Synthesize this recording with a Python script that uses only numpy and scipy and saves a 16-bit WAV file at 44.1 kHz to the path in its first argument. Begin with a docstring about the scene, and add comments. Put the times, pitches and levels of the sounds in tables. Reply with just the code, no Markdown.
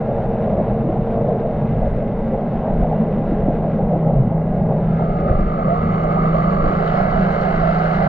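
"""Boat engines heard under water by a diving camera: a drifting hum, a beating upper tone and fine clatter.
The hum is a sine on its own pitch path; overtones, whine and clatter are sines locked to the crank.
Shaped noise gives the steady propeller wash, the throbbing fizz, the hull drone and the rumble at the housing.
Bubbles glug and gurgle as short gliding tones; faint clicks, bursts of band noise, dot the treble.
After about 4.8 s the dull mono sound opens into a brighter, hollow stereo ring."""
import sys
import numpy as np
from scipy import signal
from scipy.fft import rfft, irfft, next_fast_len
from scipy.io import wavfile
from scipy.ndimage import uniform_filter1d, map_coordinates

SR = 44100
rng = np.random.default_rng(int(sys.argv[2]) if len(sys.argv) > 2 else 0)


def waveform_to_disk(signal):
    """Save audio, clipped to [-1, 1], as 16-bit WAV at the path in sys.argv[1]."""
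    frames = np.transpose(np.atleast_2d(signal))
    scaled = np.clip(frames, -1, 1) * 32767
    samples = np.round(scaled).astype(np.int16)
    wavfile.write(sys.argv[1], SR, samples)


N = 356328
T = np.arange(N) / SR  # time [s]


def amp(db):
    """Decibels to gain."""
    return 10 ** (np.asarray(db) / 20)


def unit(x):
    """Scale to rms 1."""
    return x / np.sqrt(np.mean(x ** 2) + 1e-20)


def along(points, hz):
    """Read (frequency [Hz], value) points on a log frequency axis."""
    f, v = np.transpose(points)
    return np.interp(np.log(hz + 1), np.log(f + 1), v)


def curves(rows, t=T):
    """Each column after the time, joined by straight lines."""
    s, *cols = np.transpose(rows)
    return [np.interp(t, s, c) for c in cols]


def swells(rows):
    """Level in dB of smooth, bell-shaped swells and lulls."""
    return sum(db * np.exp(-((T - s) / half) ** 2) for s, db, half in rows)


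def wobble(rate):
    """A smooth random curve, rate knots a second."""
    coarse = np.linspace(0, T[-1], 4096)
    knots = rng.standard_normal(size=1024)
    return np.interp(T, coarse, map_coordinates(knots, [coarse * rate], mode="wrap"))


def filtered(x, response):
    """x times a response of frequency."""
    m = next_fast_len(N + SR // 2)
    return irfft(rfft(x, m) * response(np.fft.rfftfreq(m, 1 / SR)), m)[..., :N]


def coloured(x, spectrum):
    """x with the given spectrum, at rms 1."""
    return unit(filtered(x, lambda hz: amp(along(spectrum, hz))))


def churn(patchy_db):
    """White noise with patches of random gain in time and pitch."""
    z = signal.stft(rng.standard_normal(N), nperseg=1024)[2]
    field = uniform_filter1d(rng.standard_normal(z.shape), size=4, axis=0)
    field = uniform_filter1d(field, size=7, axis=1)
    return unit(signal.istft(z * amp(patchy_db * unit(field)), nperseg=1024)[1][:N])


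CYCLE_HZ = 27.17  # mean rate of the engine cycle
NEAR_S = 6.5  # time by which the boat is near


def partials(turns, orders, waver_db, smear):
    """Engine orders; shifting paths through the water make each waver in level and phase (smear in radians)."""
    total = 0
    for order, db in orders:
        level = amp(db + waver_db * wobble(5))
        phase = 2 * np.pi * (round(order) * turns + rng.random()) + smear * wobble(4)
        total = total + level * np.sin(phase)
    return np.sqrt(2) * total


# moments when the two engines fall in step: (time [s], level of the upper tone before trim [dB])
IN_STEP = [(3.33, -30), (3.9, -27), (4.25, -29.5), (4.58, -26), (4.87, -30), (5.15, -30), (5.4, -27.5),
           (5.67, -27), (5.92, -26), (6.181, -26.5), (6.5, -25), (6.75, -26), (7.0, -24), (7.229, -20),
           (7.47, -27), (7.75, -26.5), (8.011, -23.5)]
UPPER_GROWTH_DB_PER_S = 3.5  # growth of the upper tone up to the first of these moments
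BEAT_HZ, BEAT_SHARE = 3.4, 0.65  # beat rate outside the listed moments; second engine's amplitude ratio


def beating(turns, upper_db=-1.0):
    """The upper tone of two engines: the second runs slightly flat, so the pair falls in step once a beat."""
    times = np.transpose(IN_STEP)[0]
    before, after = np.minimum(T - times[0], 0), np.maximum(T - times[-1], 0)
    slip = np.interp(T, times, np.arange(len(times))) + BEAT_HZ * (before + after)
    level_db = upper_db + curves(IN_STEP)[0] + UPPER_GROWTH_DB_PER_S * before
    phase = 2 * np.pi * 7 * turns
    pair = np.sin(phase) + BEAT_SHARE * np.sin(phase - 2 * np.pi * slip)
    return np.sqrt(2) * amp(level_db) * pair


# the hum grows as the boat nears, then swells and drifts: (time [s], pitch [Hz], level before trim [dB])
HUM_PATH = [(0, 159.1, -40), (2.65, 159.3, -30), (2.88, 159.9, -20), (3.06, 159.9, -21.5),
            (3.27, 159, -28.5), (3.55, 161, -24.5), (3.85, 160.5, -23.5), (4.08, 161.1, -16),
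            (4.24, 160.9, -24), (4.38, 161.2, -17.5), (4.53, 161, -26), (4.67, 161.2, -17.5),
            (4.8, 161.8, -25.5), (4.97, 163.4, -15.5), (5.12, 164.5, -23), (5.25, 164.6, -20),
            (5.37, 164.8, -26.5), (5.6, 162.4, -24), (5.75, 161.8, -21), (6.14, 162, -20),
            (6.3, 163.2, -16.5), (6.73, 161.8, -24.5), (6.88, 161.9, -19), (7.05, 161.1, -27),
            (7.23, 163.3, -19.5), (7.42, 164.7, -25), (7.62, 164.6, -19), (7.9, 163.4, -18.5),
            (8.08, 162.3, -21)]
# the engine's whine: (time [s], level before trim [dB])
WHINE_LEVEL = [(0, -29.5), (1.2, -26), (2.2, -31.5), (2.8, -34), (4.8, -35), (6.5, -30.5), (8.08, -34)]
# overtones: (multiple of the engine cycle, level once the boat is near [dB], growth until then [dB/s])
OVERTONES = [(8, -43, 0), (12, -42, 1.5), (14, -35.5, 2.5), (15, -39, 1), (21, -42, 1.5), (27, -43.5, 2),
             (30, -44.5, 0.5)]
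# clatter lines: (multiple of the engine cycle, level before the shared clatter level [dB])
CLATTER_LINES = [(39, -55), (40, -59.5), (41, -60), (42, -59.5), (44, -60), (46, -55.5), (48, -60),
                 (50, -59), (53, -66), (54, -67), (58, -66.5), (60, -64), (61, -67.5), (71, -70.5),
                 (72, -70.5), (74, -66.5), (75, -67), (78, -69), (79, -68.5), (81, -70.5)]
CLATTER_DB, CLATTER_GROWTH_DB_PER_S = 1.1, 0.3  # shared clatter level at NEAR_S, and its steady growth


def engine(turns, hum_db=-0.95, whine_db=-3.5):
    """A hum drifting on its own and a beating upper tone; overtones, whine and clatter locked to the crank."""
    pitch_hz, level_db = curves(HUM_PATH)
    hum = np.sqrt(2) * amp(level_db + hum_db) * np.sin(2 * np.pi * np.cumsum(pitch_hz) / SR)
    approach = np.minimum(T - NEAR_S, 0)
    growing = [(order, db + growth * approach) for order, db, growth in OVERTONES]
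    overtones = partials(turns, growing, waver_db=1.3, smear=.18)
    whine = partials(turns, [(17, 0)], waver_db=1, smear=.3)
    whine = amp(curves(WHINE_LEVEL)[0] + whine_db) * whine
    clatter = partials(turns, CLATTER_LINES, waver_db=2, smear=.3)
    clatter = amp(CLATTER_DB + CLATTER_GROWTH_DB_PER_S * (T - NEAR_S)) * clatter
    return hum + beating(turns) + overtones + whine + clatter


# colour of the propeller wash: (frequency [Hz], relative level [dB])
WASH_COLOUR = [(150, -34.5), (260, -11.5), (318, -7.5), (377, -7.5), (452, -1.5), (490, -5.5), (527, -1.5),
               (607, 0), (811, -7.5), (880, -13.5), (1300, -27), (1690, -60.5), (2860, -120)]
# swells and lulls of the wash: (time of the peak [s], change [dB], half length [s])
WASH_CHANGES = [(.4, 2.5, 0.39), (1.25, 2.5, 0.43), (2.15, -1.5, 0.23), (2.8, 1.5, 0.49), (4.05, 1, 0.22),
                (4.5, -2.5, 0.093), (4.73, 3.5, 0.063), (5.27, 2.5, 0.077), (5.5, -2.5, 0.062),
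                (5.87, -2, 0.092), (7.3, 0.5, 0.44)]
WASH_DB = -25.5  # level between the swells


def propeller_wash():
    """The steady propeller wash: patchy noise in a mid-low band."""
    return amp(WASH_DB + swells(WASH_CHANGES)) * coloured(churn(patchy_db=1.69), WASH_COLOUR)


# narrow resonances of the camera housing: (centre [Hz], width [Hz], lift [dB])
HOUSING_MODES = [(1370, 63, 4.5), (1970, 70, 2), (3220, 58, 2), (3400, 90, -3.5), (3600, 80, 5),
                 (4420, 100, 2), (4570, 50, -4), (4760, 110, 2), (5130, 170, -3), (5700, 250, 0.5),
                 (6400, 200, -2.5)]


def housing(hz):
    """Gain of the housing's narrow resonances."""
    return amp(sum(db * np.exp(-((hz - centre) / width) ** 2) for centre, width, db in HOUSING_MODES))


# colour of the fizz: (frequency [Hz], relative level [dB])
FIZZ_COLOUR = [(300, -63.5), (900, -16.5), (1150, 2), (1290, 1), (1450, 1), (1630, -1), (1820, -5.5),
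               (2070, -3.5), (2330, -9), (2850, -12.5), (3250, -19), (3600, -20.5), (4100, -23.5),
               (4500, -29.5), (4800, -31), (5200, -32.5), (5750, -34), (6500, -39.5), (9000, -49.5),
               (12000, -95.5)]
# cavitation fizz: (time [s], level before trim [dB])
FIZZ_LEVEL = [(0, -51), (2.2, -51.5), (3.4, -50.5), (4.35, -56), (4.65, -54), (4.92, -51.5), (5.3, -51.5),
              (6.65, -52.5), (6.9, -52), (7.5, -52), (8.08, -51.5)]
# how the sound opens, also played by widen():
# (time [s], openness [0 mono to about 1], ring [dB], hollow frequency [Hz])
OPENING_PATH = [(4.74, 0, -4, 1260), (4.88, 0.039, 4, 1180), (5.05, 0.15, 11.5, 1065),
                (5.25, 0.15, 10.5, 1010), (5.75, 0.39, 13, 922), (6.58, 0.66, 13, 844),
                (6.95, 0.87, 1.5, 860), (8.08, 0.98, -3, 873)]


def cavitation(turns, repeat=.75, comb=0.89, throb=0.24, flutter_db=0.92, trim_db=4.5):
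    """Fizz that throbs with the firings; part of it repeats from one engine cycle to the next."""
    firing = np.cos(4 * np.pi * turns) + np.cos(8 * np.pi * turns)  # two and four a cycle
    memory = np.clip(repeat, 0, .95)

    def recur(hz):
        """Feedback delay of one engine cycle, at unchanged power."""
        return np.sqrt(1 - memory ** 2) / (1 - memory * np.exp(-2j * np.pi * hz / CYCLE_HZ))

    repeating = filtered(rng.standard_normal(N), recur)
    fizz = (churn(patchy_db=1.5) + comb * repeating) * (1 + throb * firing / 2)
    fizz = coloured(fizz, FIZZ_COLOUR)
    # the housing colours the fizz less and less as the sound opens
    openness = np.clip(curves(OPENING_PATH)[0], 0, 1)
    heard = openness * fizz + (1 - openness) * filtered(fizz, housing)
    return amp(curves(FIZZ_LEVEL)[0] + trim_db + flutter_db * wobble(25)) * heard


# lower and upper resonance of the hull drone: (frequency [Hz], relative level [dB])
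DRONE_LOW_COLOUR = [(40, -47), (80, -19.5), (105, -6), (122, -2.5), (135, 0), (150, -4), (170, -7.5),
                    (220, -22.5), (500, -120)]
DRONE_HIGH_COLOUR = [(60, -67.5), (140, -16), (175, -6), (200, 0), (224, 2), (265, -13), (340, -23),
                     (500, -43), (1200, -120)]
# booms and lulls of the lower resonance: (time of the peak [s], change [dB], half length [s])
DRONE_CHANGES = [(1.8, 2, .25), (2.45, -4.5, 0.2), (3.3, -2.5, .25), (4.22, 8, 0.09), (4.73, 7.5, 0.099),
                 (5.6, -3.5, 0.055)]
DRONE_LOW_DB, DRONE_FADE_DB_PER_S = -24, 0.86  # lower: level at the start before booms, slow recession
DRONE_FLUTTER_DB = 0.7  # unrest of the lower resonance
DRONE_HIGH_DB = -23.5  # upper: level at its loudest
DRONE_PEAK_S, DRONE_PASS_S = 2.9, 2.5  # upper: loudest then, 3 dB weaker this long before and after


def hull_drone():
    """The rough drone of a hull passes slowly: noise in two low resonances."""
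    low_db = DRONE_LOW_DB - DRONE_FADE_DB_PER_S * T + swells(DRONE_CHANGES) + DRONE_FLUTTER_DB * wobble(7)
    low = amp(low_db) * coloured(churn(patchy_db=1), DRONE_LOW_COLOUR)
    nearness = 1 / np.hypot(1, (T - DRONE_PEAK_S) / DRONE_PASS_S)
    high = amp(DRONE_HIGH_DB) * nearness * coloured(churn(patchy_db=0.0), DRONE_HIGH_COLOUR)
    return low + high


# colour of the flow rumble, also played by buffet(): (frequency [Hz], relative level [dB])
RUMBLE_COLOUR = [(7, -24), (17, 0.5), (28, -2), (39, -1.5), (60, -7), (85, -13), (120, -16.5), (200, -33.5),
                 (500, -120)]
# surges of water against the housing, also in buffet(): (time of the peak [s], rise [dB], half length [s])
FLOW_SURGES = [(1.8, 6, 0.18), (2.13, 3, 0.072), (2.82, 7, 0.1), (3.25, 1.5, 0.23), (4.15, 11, .07),
               (5.38, 8, 0.13), (6.64, 8.5, 0.14), (7.15, 7.5, 0.068)]
FLOW_DB, FLOW_FLUTTER_DB = -28, 2  # rumble between surges, and its unrest


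def flow_rumble():
    """Water surges and rumbles against the housing, right at the microphone: deep patchy noise."""
    flow_db = FLOW_DB + swells(FLOW_SURGES) + FLOW_FLUTTER_DB * wobble(7.2)
    return amp(flow_db) * coloured(churn(patchy_db=1.3), RUMBLE_COLOUR)


# clusters of small bubbles: (time [s], level before trim [dB], pitch [Hz], half length [s])
GURGLE_EVENTS = [(0.192, -26.5, 596, .04), (0.33, -27.5, 600, .04), (0.59, -28, 330, .025),
                 (0.599, -22, 600, .035), (1.1, -24.5, 565, .035), (1.239, -26.5, 538, .04),
                 (1.46, -22, 553, .025), (1.842, -23, 585, .035), (2.352, -28, 698, .025),
                 (2.669, -26.5, 692, .04), (2.838, -23.5, 632, .025), (2.921, -23, 692, .03),
                 (3.33, -24, 270, .02), (3.39, -25, 429, .035), (3.496, -23.5, 593, .025),
                 (3.81, -22.5, 469, .03), (3.94, -21, 591, .04), (3.96, -26, 340, .03),
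                 (4.105, -19, 614, .025), (4.318, -26.5, 677, .025), (4.721, -22.5, 600, .045),
                 (5.013, -27.5, 748, .03), (5.29, -37.5, 1250, .012), (5.297, -23.5, 602, .03),
                 (5.239, -28.5, 372, .08), (5.59, -35, 611, .02), (6.166, -27, 703, .025),
                 (6.346, -21.5, 602, .025), (6.67, -29.5, 330, .12), (7.005, -27.5, 714, .035),
                 (7.621, -31.5, 664, .04), (7.869, -25, 540, .04), (8.029, -32, 659, .05)]


def gurgles(count=14, pitch_spread=.11, cycles=16, rise=.06, trim_db=-2.5):
    """Each gurgle is a cluster of bubbles that start softly, ring briefly and rise a little in pitch."""
    out = np.zeros(N)
    for s, db, hz, half in GURGLE_EVENTS:
        near = abs(T - s) < half + .08
        when = s + half * rng.triangular(-1, 0, 1, size=(count, 1))
        pitch = hz * np.exp(pitch_spread * rng.standard_normal(size=(count, 1)))
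        # age in runs of `cycles` periods; each bubble is loudest at age 0.2
        age = np.clip((T[near] - when) * pitch / cycles + .2, 0, None)
        ringing = np.sin(2 * np.pi * cycles * age * (1 + rise * age / 2))
        cluster = np.sum(age * np.exp(-5 * age) * ringing, axis=0)
        rms = np.sqrt(np.sum(cluster ** 2) / (2 * half * SR))
        out[near] += amp(db + trim_db) * cluster / rms
    return out


# sharp clicks and splashes: (time [s], level before trim [dB], decay by 60 dB [s], centre [Hz])
CLICK_EVENTS = [(0.236, -54, .02, 2870), (1.127, -59.5, 0.013, 4900), (1.178, -53, .025, 2970),
                (1.285, -52, .025, 4700), (1.402, -51, .015, 4400), (1.95, -56.5, .02, 3880),
                (3.205, -59, .015, 3950), (3.815, -52, .025, 2690), (4.63, -56, 0.018, 3900),
                (5.17, -57, 0.01, 4100), (5.205, -53, 0.024, 4200), (5.31, -59.5, .02, 4600),
                (5.404, -53.5, 0.014, 4500), (5.673, -56.5, 0.016, 3800), (6.039, -58, 0.022, 5300),
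                (6.873, -47.5, 0.15, 2900), (7.105, -59, 0.039, 4200), (7.41, -61, 0.056, 4500),
                (7.79, -59.5, .03, 4600)]


def clicks(crackle_db=-82, spread_db=13, tiny_t60=.02, tiny_hz=4500, width_octaves=0.44, trim_db=-6):
    """Faint, bright snaps in the water, decaying band noise: a few clear ones among many tiny ones."""
    out, t = np.zeros(N + SR), np.arange(SR // 5) / SR
    hz = np.fft.rfftfreq(len(t), 1 / SR) + 1
    tiny = [(when * N / SR, crackle_db + spread_db * size ** 2, tiny_t60, tiny_hz)
            for when, size in rng.random(size=(90, 2))]
    for s, db, t60, centre in [*CLICK_EVENTS, *tiny]:
        band = np.exp(-(np.log2(hz / centre) / width_octaves) ** 2)
        snap = unit(irfft(rfft(rng.standard_normal(len(t))) * band, len(t)))
        out[round(s * SR):][:len(t)] += amp(db + trim_db - 60 * t / t60) * snap
    return out[:N]


# large bubbles:
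# (time of the peak [s], level before trim [dB], pitch at the peak [Hz], swell [s], glide [octaves/s])
GLUG_EVENTS = [(0.582, -6, 170, 0.0019, -9), (.617, -11.5, 229, 0.0077, 5), (0.85, -17, 308, 0.012, 2),
               (.895, -11, 325, 0.0073, 6), (1.84, -16.5, 102, 0.035, -2), (3.221, -10.5, 193, 0.0034, 3.5),
               (3.319, -10.5, 226, 0.0096, -8), (3.326, -12, 323, 0.0083, -1), (3.486, -6, 283, 0.004, 5),
               (4.109, -20.5, 135, 0.031, 7), (4.231, -12, 121, 0.083, -3), (5.314, -1.5, 69.6, 0.0048, -2),
               (5.4, -14, 36, .04, 0), (5.72, -15, 684, 0.038, 1.5), (5.872, -18, 95, 0.093, 3),
               (7.5, -25.5, 703, 0.064, -1.5), (7.74, -27, 706, 0.092, 0.8)]


def glugs(trim_db=-3.5):
    """Large bubbles swell and fade at their own gliding pitch."""
    out = np.zeros(N)
    for s, db, hz, swell, glide in GLUG_EVENTS:
        near = abs(T - s) < 4 * swell
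        t = T[near] - s
        tone = np.cos(2 * np.pi * hz * t * 2 ** (glide * t / 2))
        out[near] += amp(db + trim_db) * np.exp(-(t / swell) ** 2) * tone
    return out


# colour of each side at openness 1: (frequency [Hz], gain [dB])
LEFT_COLOUR = [(180, -1.5), (280, -1.5), (400, -3), (680, -2), (850, -3), (1000, 1), (1300, 22), (1600, 20),
               (2150, 18), (2500, 12), (3050, 19.5), (3400, 13.5), (4400, 26.5), (5150, 21), (5600, 15),
               (7000, 23), (9000, 17.5)]
RIGHT_COLOUR = [(180, -0.5), (280, -2), (400, -3), (590, 2), (675, 15.5), (780, 9), (950, 9.5),
                (1300, 20.5), (1600, 16.5), (1850, 11.5), (2150, 14), (2450, 7), (3050, 10.5), (3450, 5.5),
                (4400, 11), (5600, 0), (7000, 1), (9000, -6.5)]
# phase between the sides when fully apart: (frequency [Hz], lead of the left [rad])
LEFT_LEAD = [(170, .08), (330, .3), (520, .9), (700, 1.7), (830, 2.5), (900, -2.2), (1300, -1.9),
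             (2500, -1.5), (4300, -1.3), (5400, 0)]
# resonances that come with the opening: (centre [Hz], width [Hz], share of the ring)
RING_MODES = [(654, 120, 0.091), (1198, 145, 0.94), (2120, 260, 0.22), (2970, 83, 0.21), (4440, 200, 0.36),
              (7040, 690, 0.54)]


def widen(x, hollow_db=13, hollow_width_hz=90, right_parts_at=0.15):
    """The sides drift apart: both brighten and ring; a hollow slides down, on both, then only on the left."""
    hz, t, z = signal.stft(x, SR, nperseg=1024, noverlap=768)
    openness, ring_db, hollow_hz = curves(OPENING_PATH, t)
    openness, hz = np.clip(openness, 0, None), hz[:, None]

    def bell(centre, width):
        """Bell over frequency."""
        return np.exp(-((hz - centre) / width) ** 2)

    # the nearest resonance and the phase flip between the sides slide down with the hollow
    slide = (hollow_hz - hollow_hz[-1]) * bell(hollow_hz, 420)
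    ring = ring_db * sum(share * bell(centre + 0.24 * slide, width) for centre, width, share in RING_MODES)
    hollow = hollow_db * np.tanh(18 * openness) * bell(hollow_hz, hollow_width_hz)
    right_hollow = hollow * np.exp(-(openness / right_parts_at) ** 2)
    # the phases part soonest around the hollow; each side takes half the lead
    apart = np.tanh(openness * (2 + 13 * bell(hollow_hz, 300)))
    turn = np.exp(.5j * apart * along(LEFT_LEAD, abs(hz - slide)))
    left = z * amp(openness * along(LEFT_COLOUR, hz) + ring - hollow) * turn
    right = z * amp(openness * along(RIGHT_COLOUR, hz) + ring - right_hollow) / turn
    return signal.istft(np.array([left, right]), SR, nperseg=1024, noverlap=768)[1][:, :N]


def buffet(buffet_db=-13):
    """Once the sides are apart, a little of the flow rumble differs between them."""
    eddies = np.array([coloured(churn(patchy_db=0.5), RUMBLE_COLOUR) for side in range(2)])
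    return amp(FLOW_DB + swells(FLOW_SURGES) + buffet_db) * curves(OPENING_PATH)[0] * eddies


EDGE_S = .006  # fade at both ends


def scene():
    """One nearly steady crank paces upper tone, overtones, whine, clatter and fizz; the hum drifts on its own."""
    turns = np.cumsum(CYCLE_HZ * (1 + 0.00078 * wobble(1.5))) / SR
    fade = np.sin(np.pi / 2 * np.clip(np.minimum(T, T[-1] - T) / EDGE_S, 0, 1)) ** 2
    boats = engine(turns) + propeller_wash() + cavitation(turns) + hull_drone()
    sea = boats + flow_rumble() + gurgles() + clicks() + glugs()
    return widen(fade * sea) + fade * buffet()


TOP_HZ = 9700  # band limit of the camera


def record(dry):
    """The camera keeps nothing above its band limit."""
    return filtered(dry, lambda hz: hz < TOP_HZ)


dry = scene()
out = record(dry)
waveform_to_disk(out)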